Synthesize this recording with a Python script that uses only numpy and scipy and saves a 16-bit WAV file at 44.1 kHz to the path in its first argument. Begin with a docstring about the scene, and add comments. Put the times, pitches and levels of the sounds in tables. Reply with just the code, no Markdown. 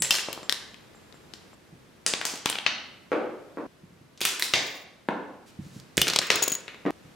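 """Flicking table football

A finger flicks plastic figures into a hollow ball, which hits the goal frame, the fence or the keeper
on his rod. Figures skid, tumble and rock on the cloth-covered table, and some shots drop to the floor
of a bare, echoing room. Knocks are short bursts of shaped noise; pings are fading pure tones.
The game comes in five short parts, and each part's sounds and echo stop dead when it ends."""
import sys
import numpy as np
from scipy import signal
from scipy.fft import rfft, irfft, next_fast_len
from scipy.io import wavfile
from scipy.ndimage import map_coordinates

SR = 44100
rng = np.random.default_rng(int(sys.argv[2]) if len(sys.argv) > 2 else 0)


def int16_out(signal):
    """Quantize to a 16-bit WAV file."""
    q = np.round(np.clip(np.atleast_2d(signal).T, -1, 1) * 32767)
    wavfile.write(sys.argv[1], SR, q.astype(np.int16))


N = 315315

# In the tables, t is when a sound starts and fade is how long it takes to die away by 60 dB.
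# A "tone" table says how strong each frequency is; "notes" are the pitches a thing rings at.
# where the five parts begin and end: t/s
PART_EDGES = [0, 1.548, 3.667, 5.46, 6.907, 7.2]
# one shot in each of the first four parts: flick t/s, click fade/s, height of the click's peak/dB,
# table thump/dB, left over right at the flick/dB, left over right at the goal/dB
SHOTS = [(.02, .018, 7.5, -7.5, 1, 11), (2.06, .015, 5.5, -3.5, 1, 8), (4.2, .044, 6, -10.5, 1, 1),
         (5.97, .028, 6.5, -5.5, -3, 7)]
# plastic hits plastic: t/s, level/dB, f/Hz, sharp edge/dB, echo/dB
CLICKS = [(.0216, 3.5, 6800, -12, -5), (.0245, -8, 1700, -25, 1), (.048, -7, 2600, -22, -2),
          (.1076, 6.5, 4400, -12, -1.5), (.143, -6, 1500, -22, -4), (.1526, -1.5, 4600, -8, -3),
          (.1607, -7, 5500, -18, -5), (.185, -5, 2580, -24, -6), (.193, -8, 2000, -20, -6),
          (.329, -8, 3800, -7, -4), (.7434, -22, 2700, -35, -4), (1.125, -28, 3300, -25, -4),
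          (1.3368, -17, 4240, -19, -3), (2.0637, 5, 6200, -24, .5), (2.137, 2.5, 3000, -27, -6),
          (2.2138, -3.5, 1800, -30, -2), (2.2529, 0, 4940, -12, 1), (2.4584, 4.5, 2500, -20, -3),
          (2.4995, -3, 3200, -6, -2), (2.672, -8, 3900, -40, -6), (4.1757, -26, 4200, -24, 1),
          (4.2066, -8.5, 2110, -4, 6), (4.2144, -.5, 3420, -14, 3), (4.2521, 6, 2560, -8, 1),
          (4.3964, -3.5, 2000, -7, 0), (5.7995, -24, 4500, -14, -8), (5.9705, 0, 6800, -15, -5),
          (5.9786, 7.5, 2810, -16, -5), (6.0163, 8, 3120, -7, -8), (6.0699, -1, 2100, -29, 2),
          (6.0806, 2, 4640, -13, -13), (6.0859, -.5, 3740, -17, -2), (6.1, 0, 5000, -20, -20),
          (6.1353, 0, 4000, -20, -4), (6.161, 8, 3400, -20, -12), (6.1882, 9, 4700, -23, -12),
          (6.2163, -5.5, 1900, -22, 5.5), (6.6805, -11.5, 2200, -38, 0), (6.745, -23, 2000, -35, -5)]
# a figure or the keeper lands on the cloth, or a hard hit adds a low knock (as the fence hit near 6.30 s): t/s,
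# level/dB, dull above f/Hz, echo/dB
TAPS = [(.286, -6, 1900, -4), (.3765, -12, 1300, -5), (.4305, -16, 6000, -7), (2.337, -12, 900, -7),
        (4.214, -11, 450, -6), (5.977, 1, 500, -10), (6.0715, -9, 1500, -10), (6.192, -6, 1800, -14),
        (6.304, 1, 1000, -12), (6.357, -10, 1100, -14), (6.4222, -4, 1050, -19), (6.478, -4.5, 900, -19),
        (6.518, -10, 450, -19)]
# tone of a tap: f/Hz, level/dB
TAP_TONE = [(50, -20), (130, -4), (320, 0), (500, -1), (1000, -4), (3000, -9), (8000, -13), (16000, -20)]

# the ball hits a figure: t/s, level/dB, pitch ratio, lowest peak boost/dB, thump/dB, edge/dB, echo/dB
BALL_HITS = [(.4956, 4.5, 1.0, 2, -1, 3, -6.5), (.5246, 1, 1.0, -1, 2, 6, -6),
             (4.4236, 4.5, 1.07, 10, -3, 10, -.5)]
# tone of the ball: f/Hz, level/dB
BALL_TONE = [(50, -20), (320, -2), (700, -8), (1400, -2), (5400, 0), (6600, -7), (8000, -7), (16000, -20)]
# pitches its hollow shell favours: f/Hz, relative width, boost/dB
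BALL_PEAKS = [(1850, .18, 6), (3700, .17, 14), (5400, .1, 5)]
# a shot hits the fence: t/s, level/dB, pitch ratio, thump/dB, sharp edge/dB, echo/dB
FENCE_HITS = [(2.664, 8, .95, -4, -17, -2.5), (4.537, 8.5, 1.0, -1, -3, 2), (6.3025, 10.5, .95, 2, 1, -.5)]
# tone of the fence: f/Hz, level/dB
FENCE_TONE = [(30, -24), (130, -7), (250, -1), (700, -1), (950, -4), (2600, 2), (4500, -1), (6200, -2),
              (9000, -13), (16000, -24)]
# pitches the fence favours: f/Hz, relative width, boost/dB
FENCE_PEAKS = [(1230, .12, 5), (1740, .05, 5), (2100, .08, 10), (2770, .055, 10), (3150, .04, 7),
               (3830, .05, 7), (4520, .035, 7)]
# a shot hits the goal frame: t/s, level/dB, low f/Hz, high f/Hz, low note over high/dB, fade/s
GOAL_HITS = [(.1071, 9.5, 2751, 3090, -4, .075), (6.0162, 7.5, 2895, 3490, 0, .06)]
# weaker notes that every hit on the frame rings: f/Hz, level/dB, fade/s
GOAL_NOTES = [(3095, -10, .12), (3570, -13, .08), (4915, -17, .15), (5114, -14, .14), (6089, -17, .2)]

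# the keeper's rod rattles: t/s, tick level/dB, ring level/dB
ROD_HITS = [(4.453, -15, -16), (4.671, -22, -22), (6.269, -17, -15), (6.358, -3, -5), (6.4237, -7, -7),
            (6.4265, -3, 5), (6.4308, -5, 1), (6.4358, -4, -10), (6.4384, -5, -4), (6.4423, -11, -14),
            (6.4479, -16, -12), (6.46, -18, -11), (6.4799, -3, -2), (6.4826, -5, 0), (6.4991, -14, -11),
            (6.5043, -17, -11), (6.5195, -6, -4), (6.5237, -8, -1), (6.5372, -15, -9), (6.5447, -16, -13),
            (6.5519, -10, -1), (6.605, -32, -24)]
# tone of its tick: f/Hz, level/dB
ROD_TONE = [(100, -14), (1000, -6), (2700, 0), (5000, -2), (7000, 2), (10000, -2), (13000, -8),
            (16000, -10)]
# its notes, the top two so short that they only tick: f/Hz, level/dB, fade/s
ROD_NOTES = [(6780, 2, .033), (6835, -16, .17), (15000, -2, .006), (15600, -1, .009)]
# the rod sizzles between hits: start t/s, end t/s, level/dB
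SIZZLES = [(4.43, 4.86, -53.5), (6.22, 6.59, -54)]
# tone of the sizzle: f/Hz, level/dB
SIZZLE_TONE = [(100, -30), (5000, -12), (6500, -8), (6850, 6), (7200, -8), (10000, -10), (13500, -11),
               (15200, 2), (16000, -2)]

# a figure tumbles: t/s, level/dB
TUMBLES = [(2.4905, -8), (2.527, -7), (2.555, -7.5), (2.586, -4)]
# tone of its knocks: f/Hz, level/dB
TUMBLE_TONE = [(50, -28), (300, -10), (1000, -4), (2000, -5), (2900, 3), (4200, -4), (5500, -19),
               (9000, -28), (16000, -42)]
# the rim of its base catches: t/s, level/dB
RIM_HITS = [(2.4995, -5)]
# notes of the rim: f/Hz, level/dB, fade/s
RIM_NOTES = [(7340, -12, .09), (8484, -3, .05), (9000, 0, .018), (9450, 0, .012)]
# hard hits on a figure's weighted base: t/s, level/dB
BASE_HITS = [(.002, -7), (.0206, -4), (.029, 0), (2.0638, -7), (2.2529, -10)]
# light touches on the base: t/s, level/dB
BASE_TOUCHES = [(.329, -27), (.431, -24)]
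# notes of the base (light touches ring only the first two): f/Hz, level/dB, fade/s
BASE_NOTES = [(7380, -12, .3), (8580, -21, .18), (7440, -1, .035), (7880, 0, .035), (8850, -7, .06),
              (8970, -2, .025)]

# dull thuds of the ball landing; the last landing is followed at once by its louder reflection:
# t/s, level/dB, dull above f/Hz, boom f/Hz, boom boost/dB, knock f/Hz, knock boost/dB, direct sound/dB
FLOOR_THUDS = [(3.1178, 8, 1700, 330, 4, 1150, 2, -7), (3.572, -1.5, 1100, 260, 7, 480, 2, -6),
               (5.087, 3, 1700, 190, 8, 850, 2, 1.5), (6.853, 2.5, 1300, 175, 17, 850, 2, -7),
               (6.8625, 5.5, 1800, 280, 12, 600, 1, -3)]
# tone of the floor: f/Hz, level/dB
FLOOR_TONE = [(40, -42), (120, -17), (200, -7), (310, 0), (400, 0), (500, 2), (700, -2), (1100, -1),
              (1700, -2), (16000, -18)]
# the room hums on after some landings: t/s, level/dB
ROOM_HUMS = [(3.118, 2), (3.572, -7)]
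# the room's low notes in that hum: f/Hz, level/dB, fade/s
ROOM_NOTES = [(283, -5, .55), (311, -1, .65), (388, -2, .6), (501, 0, .75), (566, -1, .65)]

# figures skid: t/s, length/s, level/dB
SKIDS = [(.022, .07, -38), (.115, .1, -34.5), (2.065, .05, -38), (2.255, .13, -42.5), (2.47, .04, -45),
         (4.255, .1, -37), (5.98, .032, -38), (6.06, .1, -42.5)]
# a puff of hiss as the fourth part begins, then fingers on the cloth: start t/s, end t/s, level/dB
HISSES = [(5.462, 5.51, -60), (5.6, 5.82, -61)]
# tone of the skids and those hisses: f/Hz, level/dB
SKID_AND_HISS_TONE = [(60, -16), (400, -5), (1200, -7), (3000, 0), (7000, 0), (11000, -9), (16000, -16)]
# hands and hard shots bump the table top: t/s, level/dB
TABLE_BUMPS = [(.003, -11), (1.726, -17), (3.83, -18), (3.922, -22), (4.008, -22), (4.537, -11),
               (5.589, -4.5), (5.662, -14), (5.761, -10.5), (5.977, -3), (6.013, -8), (7.05, -18)]
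# hard shots shake the microphones: t/s, level/dB
MIC_SHAKES = [(.107, -17), (4.251, -23), (4.536, -18), (5.975, -6), (6.014, -14)]
# low notes, two for the shaken microphones and the rest for the table: f/Hz, level/dB, fade/s
THUMP_NOTES = [(50, -12, .06), (80, -7, .06), (96, -18, .2), (134, -16, .45), (155, 0, .05), (185, -3, .06),
               (235, -4, .04), (312, -8, .06)]

# how long the room echoes: f/Hz, fade/s
ECHO_FADE = [(100, .9), (400, 0.86), (1040, 0.77), (2760, 0.68), (7280, 0.52), (15000, .25)]
# what the walls send back: f/Hz, level/dB
WALL_TONE = [(60, -9), (250, -2), (1000, -1), (2500, -1.8), (5000, -.5), (9000, -1.5), (15000, -3.5)]
# how alike the echo is left and right: f/Hz, likeness (1 = the same)
ECHO_LIKENESS = [(50, .3), (130, .7), (300, .87), (1400, .68), (5000, .62), (15000, .35)]
# tone of the background hush: f/Hz, level/dB
HUSH_TONE = [(20, -9), (55, -7.5), (85, -1), (206, 1.5), (335, -1), (489, -3), (754, -9), (1650, -11),
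             (3820, -17), (7000, -22.5), (13600, -29), (16000, -42)]
# how alike the hush is left and right: f/Hz, likeness
HUSH_LIKENESS = [(30, .3), (130, .7), (600, .2), (3000, .35), (15000, .35)]
# the hush in each part: level/dB
HUSH_LEVELS = [-53, -55.5, -57.5, -54, -53]


def plastic_clicks(out, top_db=-5):
    """Ball and figures click together, each click around its own pitch, and thump the table below."""
    for s, db, hz, edge_db, room_db in CLICKS:
        _, fade_s, peak_db, thump_db, *_ = shot_at(s)
        table = [(30, thump_db - 24.5), (130, thump_db - 7), (400, thump_db), (850, thump_db - 1.5)]
        peak = [(hz / 2, -peak_db), (hz / 1.15, 0), (hz * 1.2, 0), (hz * 1.7, -peak_db)]
        edge = [(12000, edge_db), (16000, edge_db + top_db)]
        direct, room = knock(fade_s, lambda f: curve(sorted(table + peak + edge), f), snap_db=2.5)
        add(out, s, gain(db) * direct, gain(db + room_db) * room, play_position(s))


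def ball(out, fade_s=.014, room_share=.5):
    """The hollow ball gives a dry clack, strongest at the pitches its shell favours."""
    for s, db, pitch, hollow_db, thump_db, edge_db, room_db in BALL_HITS:
        thump_and_edge = [(700, thump_db), (1500, 0), (5000, 0), (11000, edge_db)]
        lowest_peak = (*BALL_PEAKS[0][:2], hollow_db)
        body = lambda f: curve(BALL_TONE, f) + curve(thump_and_edge, f)
        shell = lambda f: peaks(BALL_PEAKS + [lowest_peak], f / pitch)
        direct, _ = knock(fade_s, lambda f: body(f) + shell(f), snap_fade_s=.003, snap_db=9)
        _, room = knock(fade_s, lambda f: body(f) + room_share * shell(f))
        add(out, s, gain(db) * direct, gain(db + room_db) * room, play_position(s))


def fence(out, fade_s=.02, room_share=.35):
    """A shot clacks against the fence; the fence's own pitches stand out less in the echo."""
    for s, db, pitch, thump_db, edge_db, room_db in FENCE_HITS:
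        thump_and_edge = [(600, thump_db), (1500, 0), (4500, 0), (9000, edge_db)]
        body = lambda f: curve(FENCE_TONE, f / pitch) + curve(thump_and_edge, f)
        panel = lambda f: peaks(FENCE_PEAKS, f / pitch)
        direct, _ = knock(fade_s, lambda f: body(f) + panel(f), snap_fade_s=.012, snap_db=6)
        _, room = knock(fade_s, lambda f: body(f) + room_share * panel(f))
        add(out, s, gain(db) * direct, gain(db + room_db) * room, play_position(s))


def goal_frame(out):
    """The frame bends and pings with two main notes that depend on where it is hit."""
    for s, db, low_hz, high_hz, low_db, fade_s in GOAL_HITS:
        bending = [(low_hz, low_db, fade_s), (high_hz, 0, fade_s)]
        ring(out, [(s, db)], bending + GOAL_NOTES, room_db=-8, rise_s=.0005, pan_db=1.5)


def keeper_rattle(out, tick_room_db=-11, top_notes_db=-4):
    """The keeper's rod rattles to rest: each touch is a sharp tick and a short ring."""
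    for s, db, _ in ROD_HITS:
        direct, room = knock(.006, lambda f: curve(ROD_TONE, f), snap_fade_s=.0006, snap_db=7)
        add(out, s, gain(db) * direct, gain(db + tick_room_db) * room, pan_db=3)
    low_hits = [(s, ring_db) for s, _, ring_db in ROD_HITS]
    top_hits = [(s, tick_db + top_notes_db) for s, tick_db, _ in ROD_HITS]
    ring(out, low_hits, ROD_NOTES[:2], room_db=-20, rise_s=.0002, pan_db=3)
    ring(out, top_hits, ROD_NOTES[2:], room_db=-20, rise_s=.0005, pan_db=11)


def rod_sizzle(out, touches_per_s=2500, swell_db=3.5, swells_per_s=45, ending_s=.14):
    """The loose rod trembles in its slot: countless tiny touches that swell and sink."""
    for start, stop, db in SIZZLES:
        t = times(int((stop - start) * SR))
        swell = gain(swell_db * wander(t * swells_per_s, points=64))
        touches = (rng.random(len(t)) < touches_per_s / SR) * rng.standard_normal(len(t))
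        ending = np.minimum((t[-1] - t) / ending_s, 1)
        sizzle = shape_tone(touches * swell * ending, lambda f: curve(SIZZLE_TONE, f))
        sizzle = gain(db) * np.sqrt(len(t)) * unit_energy(sizzle)
        add(out, start, sizzle, gain(-15) * sizzle, pan_db=9)


def tumbling_figure(out, rebound_s=.002, rebound_db=-2.5, room_db=-6):
    """A figure tumbles with double knocks, one end just after the other, and its rim pings."""
    for first_s, first_db in TUMBLES:
        for s, db in [(first_s, first_db), (first_s + rebound_s, first_db + rebound_db)]:
            direct, room = knock(.008, lambda f: curve(TUMBLE_TONE, f), snap_fade_s=.002, snap_db=5)
            add(out, s, gain(db) * direct, gain(db + room_db) * room, pan_db=3)
    ring(out, RIM_HITS, RIM_NOTES, room_db=-11, rise_s=.0003, pan_db=2)


def weighted_bases(out, rock_start_s=.948, rock_gap_s=.1944, rock_db=-26, ring_db=-8.5):
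    """A figure's weighted base rings when it is hit, and faintly as it rocks upright with soft taps."""
    rock_times = [rock_start_s + rock_gap_s * k for k in range(4)]
    for s in rock_times:
        cloth_tap(out, s, rock_db, dull_hz=1500, room_db=-6)
    ring(out, BASE_HITS, BASE_NOTES, room_db=-1, rise_s=.0006, pan_db=1.5)
    light_touches = BASE_TOUCHES + [(s, rock_db + ring_db) for s in rock_times]
    ring(out, light_touches, BASE_NOTES[:2], room_db=0, rise_s=.0006, pan_db=1.5)


def cloth_tap(out, s, db, dull_hz, room_db):
    """A short, dry knock on the table, as when a rounded base meets the cloth."""
    treble_loss = lambda f: 8 * np.log10(1 + (f / dull_hz) ** 6)
    direct, room = knock(.02, lambda f: curve(TAP_TONE, f) - treble_loss(f), snap_db=7)
    add(out, s, gain(db) * direct, gain(db + room_db) * room, pan_db=2)


def floor_thuds(out, leak_db=-40, boom_width=.36, knock_width=.2):
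    """The ball lands below the table with dull, echoey thuds; after some, low room notes hum on."""
    for s, db, dull_hz, boom_hz, boom_db, knock_hz, knock_db, direct_db in FLOOR_THUDS:
        treble_loss = lambda f: 29 * np.log10(1 + (f / dull_hz) ** 2)
        muffle = lambda f: 20 * np.log10(gain(-treble_loss(f)) + gain(leak_db))
        pitches = [(boom_hz, boom_width, boom_db), (knock_hz, knock_width, knock_db)]
        tone = lambda f: curve(FLOOR_TONE, f) + muffle(f) + peaks(pitches, f)
        direct, room = knock(.025, tone, snap_db=5)
        add(out, s, gain(db + direct_db) * direct, gain(db + 1.5) * room, pan_db=1)
    ring(out, ROOM_HUMS, ROOM_NOTES, room_db=-14, rise_s=.004, pan_db=.5)


def skids(out, ticks_per_s=1100, scatter_db=2, fall_db=9, room_db=-2):
    """A skidding figure makes a run of tiny ticks that grow weaker."""
    t = times(12000)
    for s, length_s, db in SKIDS:
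        strength = rng.standard_normal(len(t))
        strength *= gain(scatter_db * rng.standard_normal(len(t)) - fall_db * t / length_s)
        ticks = (rng.random(len(t)) < ticks_per_s / SR) * strength * (t < length_s)
        skid = shape_tone(ticks, lambda f: curve(SKID_AND_HISS_TONE, f))
        skid = gain(db) * np.sqrt(length_s * SR) * unit_energy(skid)
        add(out, s, skid, gain(room_db) * skid)


def faint_hisses(out, swell_db=2.5, swells_per_s=25):
    """A brief puff of hiss opens the fourth part; then fingers rustle on the cloth before the shot."""
    for start, stop, db in HISSES:
        t = times(int((stop - start) * SR))
        swell = gain(swell_db * wander(t * swells_per_s, points=32))
        arch = np.sqrt(np.abs(np.sin(np.pi * t / t[-1])))
        noise = swell * arch * rng.standard_normal(len(t))
        hiss = shape_tone(noise, lambda f: curve(SKID_AND_HISS_TONE, f))
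        hiss = gain(db) * np.sqrt(len(t)) * unit_energy(hiss)
        add(out, start, hiss, gain(-4) * hiss, pan_db=-2)


def table_bumps(out):
    """Hands and hard shots bump the table top and ring its low notes."""
    ring(out, TABLE_BUMPS, THUMP_NOTES[2:], room_db=-8, rise_s=.005, pan_db=-1.5)


def microphone_shakes(out, apart_db=24):
    """Hard shots shake the microphones: a deep thump, different left and right."""
    shakes = [(s, db - apart_db / 2) for s, db in MIC_SHAKES]
    for side in (-1, 1):
        ring(out, shakes, THUMP_NOTES[:2], room_db=-11, rise_s=.002, pan_db=side * apart_db)


def room_echo(sound, rise_s=.003, near_db=-8):
    """Sound bounces off a few near surfaces, then lingers in a tail whose high notes die first."""
    hz, t, spectrum = signal.stft(wide_noise(ECHO_LIKENESS, SR), SR, nperseg=256)
    fading = gain(-60 * t / curve(ECHO_FADE, hz)[:, None])
    _, tail = signal.istft(spectrum * fading, SR, nperseg=256)
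    tail = unit_energy(tail * (1 - np.exp(-times(tail.shape[1]) / rise_s)))
    near_delays = (rng.uniform(.005, .022, size=7) * SR).astype(int)
    tail[:, near_delays] += gain(near_db) * unit_energy(rng.standard_normal(len(near_delays)))
    tail = shape_tone(tail, lambda f: curve(WALL_TONE, f))
    return signal.fftconvolve(sound[None], tail, axes=1)[:, :len(sound)]


def room_hush():
    """A quiet room rumble and a faint hiss, steady within each part."""
    hush = shape_tone(wide_noise(HUSH_LIKENESS, N), lambda f: curve(HUSH_TONE, f))
    part = np.searchsorted(PART_EDGES[1:], times(N))
    return gain(HUSH_LEVELS)[part] * np.sqrt(N) * unit_energy(hush)


def knock(fade_s, tone, snap_fade_s=.007, snap_db=0, room_snap_db=15):
    """A snap plus a shell's brief, noisy ring. Returns the direct sound and what goes into the room."""
    t = times(4096)
    snap, shell = rng.standard_normal((2, len(t)))
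    phases = np.angle(rfft(snap * gain(-60 * t / snap_fade_s)))
    snap = irfft(np.exp(1j * phases)) * (t < t[-1] / 2)  # equally strong at all frequencies
    shell = unit_energy(shell * gain(-60 * t / fade_s))
    direct, room = shape_tone(gain([[snap_db], [room_snap_db]]) * snap + shell, tone)
    return unit_energy(direct), unit_energy(room)


def ring(out, hits, notes, room_db, rise_s, pan_db):
    """Every hit rings the same fading notes, each at a slightly new strength."""
    t = times(32000)
    for s, db in hits:
        sound = np.zeros(len(t))
        for hz, note_db, fade_s in notes:
            strength = gain(note_db + rng.normal(0, 1.5) - 60 * t / fade_s)
            sound += strength * np.sin(2 * np.pi * (hz * t + rng.random()))
        sound = gain(db) * unit_energy(sound * (1 - np.exp(-t / rise_s)))
        add(out, s, sound, gain(room_db) * sound, pan_db)


def shot_at(s):
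    """The row of SHOTS for the part that is playing at s seconds."""
    return SHOTS[np.searchsorted(PART_EDGES, s) - 1]


def play_position(s, travel_s=.25):
    """How many dB louder the left side is as the play moves from the finger to the goal."""
    flick_s, *_, flick_db, goal_db = shot_at(s)
    return goal_db + (flick_db - goal_db) * np.exp(-max(s - flick_s, 0) / travel_s)


def add(out, s, direct, room, pan_db=0):
    """Mix a sound in at s seconds; it stops where its part ends."""
    start = max(round(s * SR), 0)
    part_end_s = min(edge for edge in PART_EDGES if edge > s)
    end = min(N, start + len(direct), round(part_end_s * SR))
    out[:, start:end] += np.vstack([pan(direct, pan_db), room])[:, :end - start]


def pan(sound, pan_db, lead_s_per_db=2e-6):
    """The nearer side hears a sound louder and a little earlier; positive pan_db means left."""
    side_db = np.array([[pan_db], [-pan_db]]) / 2
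    size = 2 * len(sound)
    time_shift = np.exp(2j * np.pi * np.fft.rfftfreq(size, 1 / SR) * side_db * lead_s_per_db)
    return gain(side_db) * irfft(rfft(sound, size) * time_shift)[:, :len(sound)]


def wide_noise(likeness, size):
    """Noise from all around: partly the same in both ears, partly opposite."""
    angle = np.arccos(np.clip(curve(likeness, np.fft.rfftfreq(size, 1 / SR)), -1, 1)) / 2
    spectra = rfft(rng.standard_normal((2, size)))
    same, opposite = irfft(spectra * [np.cos(angle), np.sin(angle)], size)
    return np.array([same + opposite, same - opposite])


def shape_tone(sound, tone):
    """Turn each frequency f up or down by tone(f) dB."""
    length = sound.shape[-1]
    size = 2 * next_fast_len(length)
    log_filter = irfft(np.log(gain(tone(np.fft.rfftfreq(size, 1 / SR)))))
    # fold the second half onto the first, so nothing is heard before the hit
    log_filter[1:size // 2] *= 2
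    log_filter[size // 2 + 1:] = 0
    return irfft(rfft(sound, size) * np.exp(rfft(log_filter)), size)[..., :length]


def curve(points, hz):
    """Read between (f/Hz, value) points, giving every octave about the same space."""
    point_hz, values = np.transpose(points)
    return np.interp(np.log(hz + 1), np.log(point_hz + 1), values)


def peaks(rows, hz):
    """The boost in dB from bell-shaped peaks around favoured pitches."""
    return sum(db * np.exp(-(np.log((hz + 1) / centre) / width) ** 2) for centre, width, db in rows)


def wander(position, points):
    """A smooth line through random values, one at each whole-number position."""
    return map_coordinates(rng.standard_normal(points), [position], mode="mirror")


def unit_energy(sound):
    """Scale a sound to an average energy of 1 per channel."""
    return sound / np.sqrt(np.mean(np.sum(sound ** 2, axis=-1)) + 1e-20)


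def gain(db):
    """Turn decibels into a number to multiply by."""
    return 10 ** (np.asarray(db) / 20)


def times(size):
    """The time of each sample in seconds."""
    return np.arange(size) / SR


def scene():
    """The play on the table, its echo and the quiet room."""
    out = np.zeros((3, N))  # left, right, sound sent into the room
    plastic_clicks(out)
    for tap in TAPS:
        cloth_tap(out, *tap)
    goal_frame(out)
    ball(out)
    fence(out)
    tumbling_figure(out)
    weighted_bases(out)
    keeper_rattle(out)
    rod_sizzle(out)
    floor_thuds(out)
    skids(out)
    faint_hisses(out)
    table_bumps(out)
    microphone_shakes(out)
    parts = np.split(out[2], [round(s * SR) for s in PART_EDGES[1:-1]])
    echo = np.hstack([room_echo(part) for part in parts])
    return out[:2] + echo + room_hush()


def record(dry, ceiling=.95, low_cut_hz=32, high_cut_hz=16100):
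    """Round off the loudest peaks, thin the deepest bass and remove the very highest treble."""
    rounded = dry / (1 + np.abs(dry / ceiling) ** 4) ** (1 / 4)
    thinned = signal.sosfilt(signal.butter(2, low_cut_hz, "highpass", fs=SR, output="sos"), rounded)
    size = next_fast_len(N + SR // 2)
    treble_cut = 1 / np.sqrt(1 + (np.fft.rfftfreq(size, 1 / SR) / high_cut_hz) ** 160)
    return irfft(rfft(thinned, size) * treble_cut, size)[:, :N]


dry = scene()
out = record(dry)
int16_out(out)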